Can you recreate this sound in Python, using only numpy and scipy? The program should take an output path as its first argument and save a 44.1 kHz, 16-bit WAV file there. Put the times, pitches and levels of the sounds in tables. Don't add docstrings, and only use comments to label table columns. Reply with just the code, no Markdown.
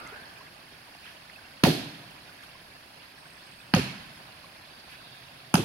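import sys
import numpy as np
from scipy import signal
from scipy.fft import rfft, irfft, next_fast_len
from scipy.io import wavfile
from scipy.ndimage import uniform_filter1d, map_coordinates

SR = 44100
rng = np.random.default_rng(int(sys.argv[2]) if len(sys.argv) > 2 else 0)


def dump_mix(stems):
    frames = np.atleast_2d(stems).T
    limited = np.clip(frames, -1, 1)
    pcm = np.round(limited * 32767).astype(np.int16)
    wavfile.write(sys.argv[1], SR, pcm)


def volts_from_db(level):
    exponent = np.asarray(level, float) / 20
    return 10 ** exponent


N = 248979
TIME = np.arange(N) / SR

# (time [s], thump level [dB], thump t60 [s], crack level [dB], forest level [dB])
BLOWS = [
    (1.6357, 3, 0.049, -12, -29),
    (3.7368, -3.5, 0.094, -17, -33),
    (5.5402, -1.5, 0.074, -16.5, -33.5),
]
# (settling pitch [Hz], extra early cycles [1], settling time [s])
BENDING_WAVES = [(142, 1.45, .0047), (163, 1.02, .004), (160, 1.06, .0036)]
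# (frequency [Hz], level [dB per Hz])
CRACK_SPECTRA = [
    [(380, -25), (650, -0.5), (1640, -14), (4730, -9.5), (5400, -22), (6260, -16.5), (6880, -35),
     (7450, -26), (7970, -50), (8750, -24.5), (10700, -21), (13600, -34), (16000, -24)],
    [(380, -17), (650, -4.5), (3120, -2.5), (3660, -15), (4660, -2), (6880, -44), (8190, -71), (9110, -31),
     (11000, -16), (12400, -33), (13300, -50), (15000, -28), (16000, -59)],
    [(380, -27), (650, -4), (1500, -4.5), (1980, -21), (2550, -6), (4080, -20), (6430, -10), (8410, -33),
     (8990, -13), (10100, -12.5), (13600, -26), (15200, -31), (16000, -38)],
]
# (delay [s], level [dB])
CHIP_SPLITS = [(0.0142, -21), (0.0105, -24), (0.0123, -17)]
# (frequency [Hz], level [dB per Hz])
CHIP_SPECTRA = [
    [(590, -36), (1000, 3), (1220, -22), (1880, 16), (3510, -12), (4590, 2), (6850, -23), (12500, -11),
     (15600, -29), (16500, -38)],
    [(590, -33), (1000, 1), (2530, -1), (4040, -22), (6310, -1), (7880, -26), (8550, -24), (12600, -16),
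     (14200, -14), (16500, -35)],
    [(590, -29), (1000, 3), (1950, -18), (2840, -5), (4130, -21), (4870, 1.5), (5540, -21), (10900, -24),
     (15700, -29), (16500, -42)],
]


def axe():
    out = np.zeros((2, N + SR))
    t = np.arange(SR) / SR
    for k, (s, thump_db, t60, crack_db, forest_db) in enumerate(BLOWS):
        tearing = 0.42 * volts_from_db(-60 * t / 0.2) * (t > .002)
        bite = burst(t, rise=0.0017) + tearing
        crack = unit(diffuse(rng.standard_normal((2, SR)), CRACK_SPECTRA[k], direct=.6, top_hz=16100))
        delay, split_db = CHIP_SPLITS[k]
        chip = unit(diffuse(rng.standard_normal((2, SR)), CHIP_SPECTRA[k], top_hz=17000))
        blow = volts_from_db(crack_db) * bite * crack
        blow += volts_from_db(split_db) * burst(t - delay, rise=0.0019) * chip
        blow += thump(t, thump_db, t60, *BENDING_WAVES[k])
        blow += forest(t, forest_db, FOREST_SPECTRA[k], scatter_db=6.5)
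        start = round(s * SR)
        out[:, start:start + SR] += blow
    return out[:, :N] + returns()


def burst(t, rise):
    u = np.maximum(t, 0) / rise
    return u ** 2 * np.exp(2 - 2 * u)


def thump(t, db, t60, hz, extra, settle):
    cycles = hz * t + extra * (1 - np.exp(-t / settle))
    swell = 1 - 0.88 * np.exp(-(t / 0.0066) ** 2)
    leaves = np.exp(-(t / 0.022) ** 4)
    wave = volts_from_db(-60 * t / t60) * swell * leaves * np.sin(2 * np.pi * cycles)
    sway = volts_from_db(-24.0) * burst(t, rise=0.0062) * np.sin(2 * np.pi * 112 * (t - .0065))
    return volts_from_db(db) * (wave + sway)


# (delay [s], peak level [dB], frequency [Hz])
END_RETURNS = [(.028, -24, 744), (.036, -22, 720), (.043, -19, 510), (.054, -20, 389), (.056, -21, 250),
               (.074, -24.5, 147.2), (0.077, -32, 273)]
# (travel time over the usual [1], level [dB])
TRAVEL = [(.87, 1), (1.01, -7), (.99, -13)]
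# (time [s], peak level [dB], frequency [Hz])
KNOCKS = [(1.753, -38, 142), (1.842, -39.5, 258), (1.862, -43.5, 177), (3.742, -21, 1240),
          (3.746, -23, 815), (3.767, -23.5, 553), (3.961, -40, 196), (5.543, -22.5, 1460),
          (5.544, -17.5, 930), (5.558, -21, 760), (5.57, -31.5, 950), (5.592, -22, 382), (5.599, -22, 365)]


def returns():
    back = []
    for blow, (travel, loss_db) in zip(BLOWS, TRAVEL):
        for delay, db, hz in END_RETURNS:
            back.append((blow[0] + delay * travel, db + loss_db, hz / np.sqrt(travel)))
    return packets(trains(back + KNOCKS, cycles=2.03), glide=-0.044, stray=0.1)


# (frequency [Hz], level [dB per Hz])
FOREST_SPECTRA = [
    [(29, -49), (50, -30), (135, 0), (234, -8), (291, 1), (472, -13.5), (765, -14), (905, -22), (1180, -20),
     (4450, -15.5), (7390, -32.5), (11700, -27.5), (16000, -47)],
    [(29, -45.5), (50, -19), (145, -1), (234, -6), (271, -7.5), (472, -19), (2010, -16), (2620, -14),
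     (3580, -21), (4350, -16.5), (7950, -35.5), (10100, -30), (16000, -47)],
    [(29, -59), (50, -28), (145, 1), (258, -7.5), (380, -11), (520, -18.5), (927, -17), (1620, -27),
     (2950, -19.5), (3180, -20.5), (7570, -33.5), (11100, -33), (16000, -51)],
]
# (frequency [Hz], t60 [s])
FOREST_DECAY = [(60, 0.27), (110, 0.93), (200, 0.99), (350, 0.39), (700, 0.78), (1500, 0.85), (2700, 0.83),
                (5000, 0.66), (12000, 0.49)]
# (frequency [Hz], wait [s])
BASS_GAP = [(350, .024), (900, .004)]


def forest(t, db, colour, scatter_db):
    f, frames, z = signal.stft(rng.standard_normal((2, SR)), SR, nperseg=256)
    lumps = unit(smoothed_noise(z.shape[1:], bins=20, frames=2))
    lumps_db = scatter_db * lumps * np.exp(-frames / 0.038)
    decay_db = 60 * (frames - .1) / along(FOREST_DECAY, f)[:, None]
    z = z * volts_from_db(lumps_db - decay_db)
    z = z * (1 - np.exp(-(frames / along(BASS_GAP, f)[:, None]) ** 4))
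    level = np.sqrt(np.mean(volts_from_db(along(colour, np.arange(SR // 2))) ** 2))
    echo = diffuse(signal.istft(z, SR, nperseg=256)[1][:, :SR], colour) / level
    return volts_from_db(db) * (1 - np.exp(-(t / 0.02) ** 2)) * echo


# (frequency [Hz], level [dB per Hz])
HISS = [(120, -14.5), (200, -8), (296, -8), (359, -10.5), (399, -6.5), (443, -13), (538, -6), (765, -3),
        (827, -5), (1320, -5), (1590, -3), (1900, -4.5), (2570, -4.5), (3700, -9), (4500, -8), (5600, -13),
        (9900, -120)]
# (frequency [Hz], level [dB per Hz])
FIZZ = [(2650, -60), (4500, -5), (4620, 8.5), (5020, -5.5), (5840, -14), (6320, -5), (6910, -8.5),
        (7590, -14), (9160, -4), (11100, -3.5), (13500, -11.5), (15100, -17), (15700, -9)]
# (frequency [Hz], level [dB per Hz])
RUMBLE = [(12, -44), (20, -25), (27, -70), (43, -7), (134, -2), (157, -1), (188, -4.5), (350, -10),
          (460, -35), (770, -120)]
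# (time [s], level [dB])
FLOW = [(0, -0.5), (1.1, 0.5), (2.6, 0), (3.1, 0), (3.6, 0), (5.2, .5), (5.65, 0)]


def creek():
    blow_times = [-0.33] + [blow[0] for blow in BLOWS]
    linger = sum(burst(TIME - s, rise=0.37) for s in blow_times)
    flow_db, = curves(FLOW)

    def band(steady_db, echo_db):
        return np.hypot(volts_from_db(steady_db + flow_db), volts_from_db(echo_db) * linger)

    hiss, fizz, rumble = band(-51.5, -54.5), band(-51.6, -54.5), band(-62, -61.5)
    rumble = np.hypot(rumble, volts_from_db(-53) * np.exp(-TIME / 0.085))
    water = hiss * volts_from_db(0.15 * wobble(6.5)) * rush(HISS, patchy_db=2.5)
    water += fizz * volts_from_db(-9.0 + 0.3 * wobble(16)) * rush(FIZZ, patchy_db=1.5)
    water += rumble * volts_from_db(0.3 * wobble(5.6)) * rush(RUMBLE, patchy_db=-1.5)
    return water + gurgles()


# (time [s], peak level [dB], frequency [Hz])
DRIPS = [(.068, -30, 2090), (0.129, -37.5, 430), (.242, -45, 1630), (.378, -38.5, 2400), (.413, -39, 1048),
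         (.47, -45, 2080), (0.943, -46, 2780), (1.045, -41, 2560), (1.067, -38, 3100), (1.078, -45, 1840),
         (1.363, -36, 2590), (1.393, -42, 1540), (2.295, -39, 1480), (2.407, -47, 1660), (2.43, -47, 2170),
         (2.556, -44, 1040), (2.767, -43, 1730), (3.181, -42, 1710), (3.259, -42.5, 1520),
         (3.523, -45, 2550), (3.603, -41, 2530), (4.445, -39, 1080), (4.468, -44, 2270), (4.992, -44, 2600),
         (5.203, -47, 2600), (5.285, -47, 2740), (5.405, -48, 2560)]


def gurgles():
    cycles, middle_hz = 4, 2000
    drips = []
    for s, db, hz in DRIPS:
        drips.append((s, db, hz, 1000 * cycles / (hz * middle_hz ** 2) ** (1 / 3)))
    rings = packets(drips, glide=0.013, stray=0.36)
    return rings / (1 + np.abs(rings) / .012)


# (time [s], resonance [Hz], pressure [dB])
SCRAPE = [(0, 1315, -47), (.125, 1320, -50.5), (.15, 1585, -47), (.25, 1657, -52), (.35, 1666, -59.5),
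          (.45, 1680, -60), (.55, 1664, -68)]
# (time [s], level [dB], length [s])
LEAVES = [(0.95, -47, 0.0018), (1.08, -50, 0.06), (1.302, -53, 0.0016), (2.44, -49, 0.016),
          (3.04, -52.5, 0.011), (4.31, -68, 0.0074), (4.924, -49.5, 0.042)]
# (time [s], peak level [dB], frequency [Hz])
TWIGS = [(.003, -39, 9500), (.075, -36, 7300), (.213, -47, 10000), (.385, -47, 9000), (.953, -41, 800),
         (1.2995, -35, 1900), (1.461, -48, 5800), (2.113, -46, 10500), (2.425, -45, 5800),
         (2.437, -43, 10500), (3.052, -46, 12500)]


def brush():
    pressure_db = curves(SCRAPE)[1]
    rustle_db = -48 + 0.64 * (pressure_db - SCRAPE[0][2])
    rustle = volts_from_db(rustle_db) * rush([(100, -34), (250, -0.5), (900, 3), (2200, -2), (6000, -34)], patchy_db=2.0)
    puffs = sum(volts_from_db(db) * np.exp(-((TIME - s) / length) ** 2) for s, db, length in LEAVES)
    leaves = rush([(600, -20), (1500, 0.5), (2600, 1.5), (5000, -10.5), (5800, -15), (7500, -25),
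                   (11000, -12.5), (15000, -26)], patchy_db=2.0)
    snaps = packets(trains(TWIGS, cycles=0.82), glide=0, stray=0.024)
    return song(SCRAPE, blur_hz=330) + rustle + puffs * leaves + snaps


# (start [s], length [s], first pitch [Hz], last pitch [Hz], level [dB])
HIGH_NOTES = [(3.17, 0.25, 8600, 8300, -66), (3.42, 0.31, 8140, 8250, -68)]
LOW_NOTE = [(4.66, .58, 4650, 4430, -60.5)]
CHORUS_NOTE = [(4.7, 0.825, 3614, 3590, -56)]


def insects():
    singers = notes(HIGH_NOTES, blur_hz=111) + notes(LOW_NOTE, blur_hz=170.5)
    return singers + notes(CHORUS_NOTE, blur_hz=900, attack=0.57, release=0.57)


def notes(rows, blur_hz, attack=0.056, release=0.28):
    out = 0
    share = np.array([0, attack, 1 - release, 1])
    for s, length, first_hz, last_hz, db in rows:
        hz = first_hz + (last_hz - first_hz) * share
        level_db = db - 10 * np.array([1, 0, 0, 1])
        out = out + song(np.c_[s + length * share, hz, level_db], blur_hz)
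    return out


# (time [s], frequency [Hz], level [dB])
MOTOR = [(4.85, 135, -80), (4.95, 134, -63), (5.45, 137, -60), (5.65, 136, -58)]


def motor():
    return song(MOTOR, blur_hz=42.0)[0]


def song(rows, blur_hz):
    hz, db = curves(rows)[:2]
    on = (TIME > rows[0][0]) & (TIME < rows[-1][0])
    carrier = np.exp(2j * np.pi * np.cumsum(hz) / SR)
    blur = np.array([wobble(blur_hz) + 1j * wobble(blur_hz) for _ in range(2)])
    return on * volts_from_db(db) * unit(np.real(carrier * blur))


def trains(rows, cycles):
    return [(s, db, hz, 1000 * cycles / hz) for s, db, hz in rows]


def packets(rows, glide, stray):
    out = np.zeros((2, N))
    for (s, db, hz, ms), (phase, apart) in zip(rows, rng.standard_normal((len(rows), 2))):
        near = slice(max(round((s - .004 * ms) * SR), 0), round((s + .004 * ms) * SR))
        u = (TIME[near] - s) / (ms / 1000)
        turn = 2 * np.pi * (hz * ms / 1000 * (u + glide * u ** 2 / 2) + phase)
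        split = stray * apart * hz / 1000 * np.array([[1], [-1]])
        out[:, near] += volts_from_db(db) * np.exp(-u ** 2 / 2) * np.sin(turn + split)
    return out


def rush(spectrum, patchy_db):
    z = signal.stft(rng.standard_normal((2, N)), nperseg=256)[2]
    patches = unit(smoothed_noise(z.shape[1:], bins=3, frames=4))
    noise = signal.istft(z * volts_from_db(patchy_db * patches), nperseg=256)[1][:, :N]
    return unit(diffuse(noise, spectrum))


# (frequency [Hz], coherence [1])
ALIKE = [(60, 0.96), (130, 0.97), (290, 0.87), (450, 0.52), (650, 0.6), (900, 0.018), (1300, 0.023)]
# (frequency [Hz], coherence at the lag [1])
LATE = [(800, 0), (1150, .4), (1350, .3), (1600, .67), (2150, .08), (2600, .6), (3200, .08), (3500, .08),
        (4050, .6), (4400, .25), (4750, .56), (5500, .1), (8000, .25), (11000, .1)]


def diffuse(pair, spectrum, direct=0, top_hz=15800):
    lag = 52 / SR

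    def parts(hz):
        colour = volts_from_db(along(spectrum, hz)) * (hz < top_hz)
        near = np.maximum(along(ALIKE, hz), direct * (hz < 1600))
        share = near + (1 - near) * along(LATE, hz) * np.exp(-2j * np.pi * hz * lag)
        rest = np.sqrt(np.abs(1 - np.abs(share) ** 2))
        return colour * [share, rest, np.ones(len(hz))]

    common, own, right = filtered(pair[[0, 1, 0]], parts)
    return np.array([common + own, right])


def smoothed_noise(shape, bins, frames):
    field = uniform_filter1d(rng.standard_normal(shape), size=bins, axis=0)
    return uniform_filter1d(field, size=frames, axis=1)


def filtered(x, response):
    m = next_fast_len(x.shape[-1] + 8192)
    return irfft(rfft(x, m) * response(np.fft.rfftfreq(m, 1 / SR)), m)[..., :x.shape[-1]]


def unit(x):
    return x / np.sqrt(np.mean(x ** 2) + 1e-20)


def along(points, hz):
    f, v = np.transpose(points)
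    return np.interp(np.log(hz + 1), np.log(f + 1), v)


def curves(rows):
    s, *cols = np.transpose(rows)
    return [np.interp(TIME, s, c) for c in cols]


def wobble(rate):
    return map_coordinates(rng.standard_normal(int(N * rate / SR) + 4), [TIME * rate])


def scene():
    return axe() + creek() + brush() + insects() + motor()


def band_limit(x):
    return signal.sosfilt(signal.butter(12, 17040, fs=SR, output="sos"), x)


# (frequency [Hz], left minus right [dB])
PORTS = [(60, -3.5), (92, -0.5), (140, -2.5), (210, -1.5), (330, 0.5), (500, -4.5), (770, -1.5),
         (1170, -0.5), (1790, -0.5), (2740, -7), (4190, -4), (6410, -0.5), (9810, -4), (15000, -5.5)]


def record(dry):
    ports = filtered(dry, lambda hz: volts_from_db(along(PORTS, hz) * np.array([[.5], [-.5]])))
    ports = ports / (1 + np.abs(ports / .8) ** 4) ** (1 / 4)
    return band_limit(ports)


dry = scene()
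out = record(dry)
dump_mix(out)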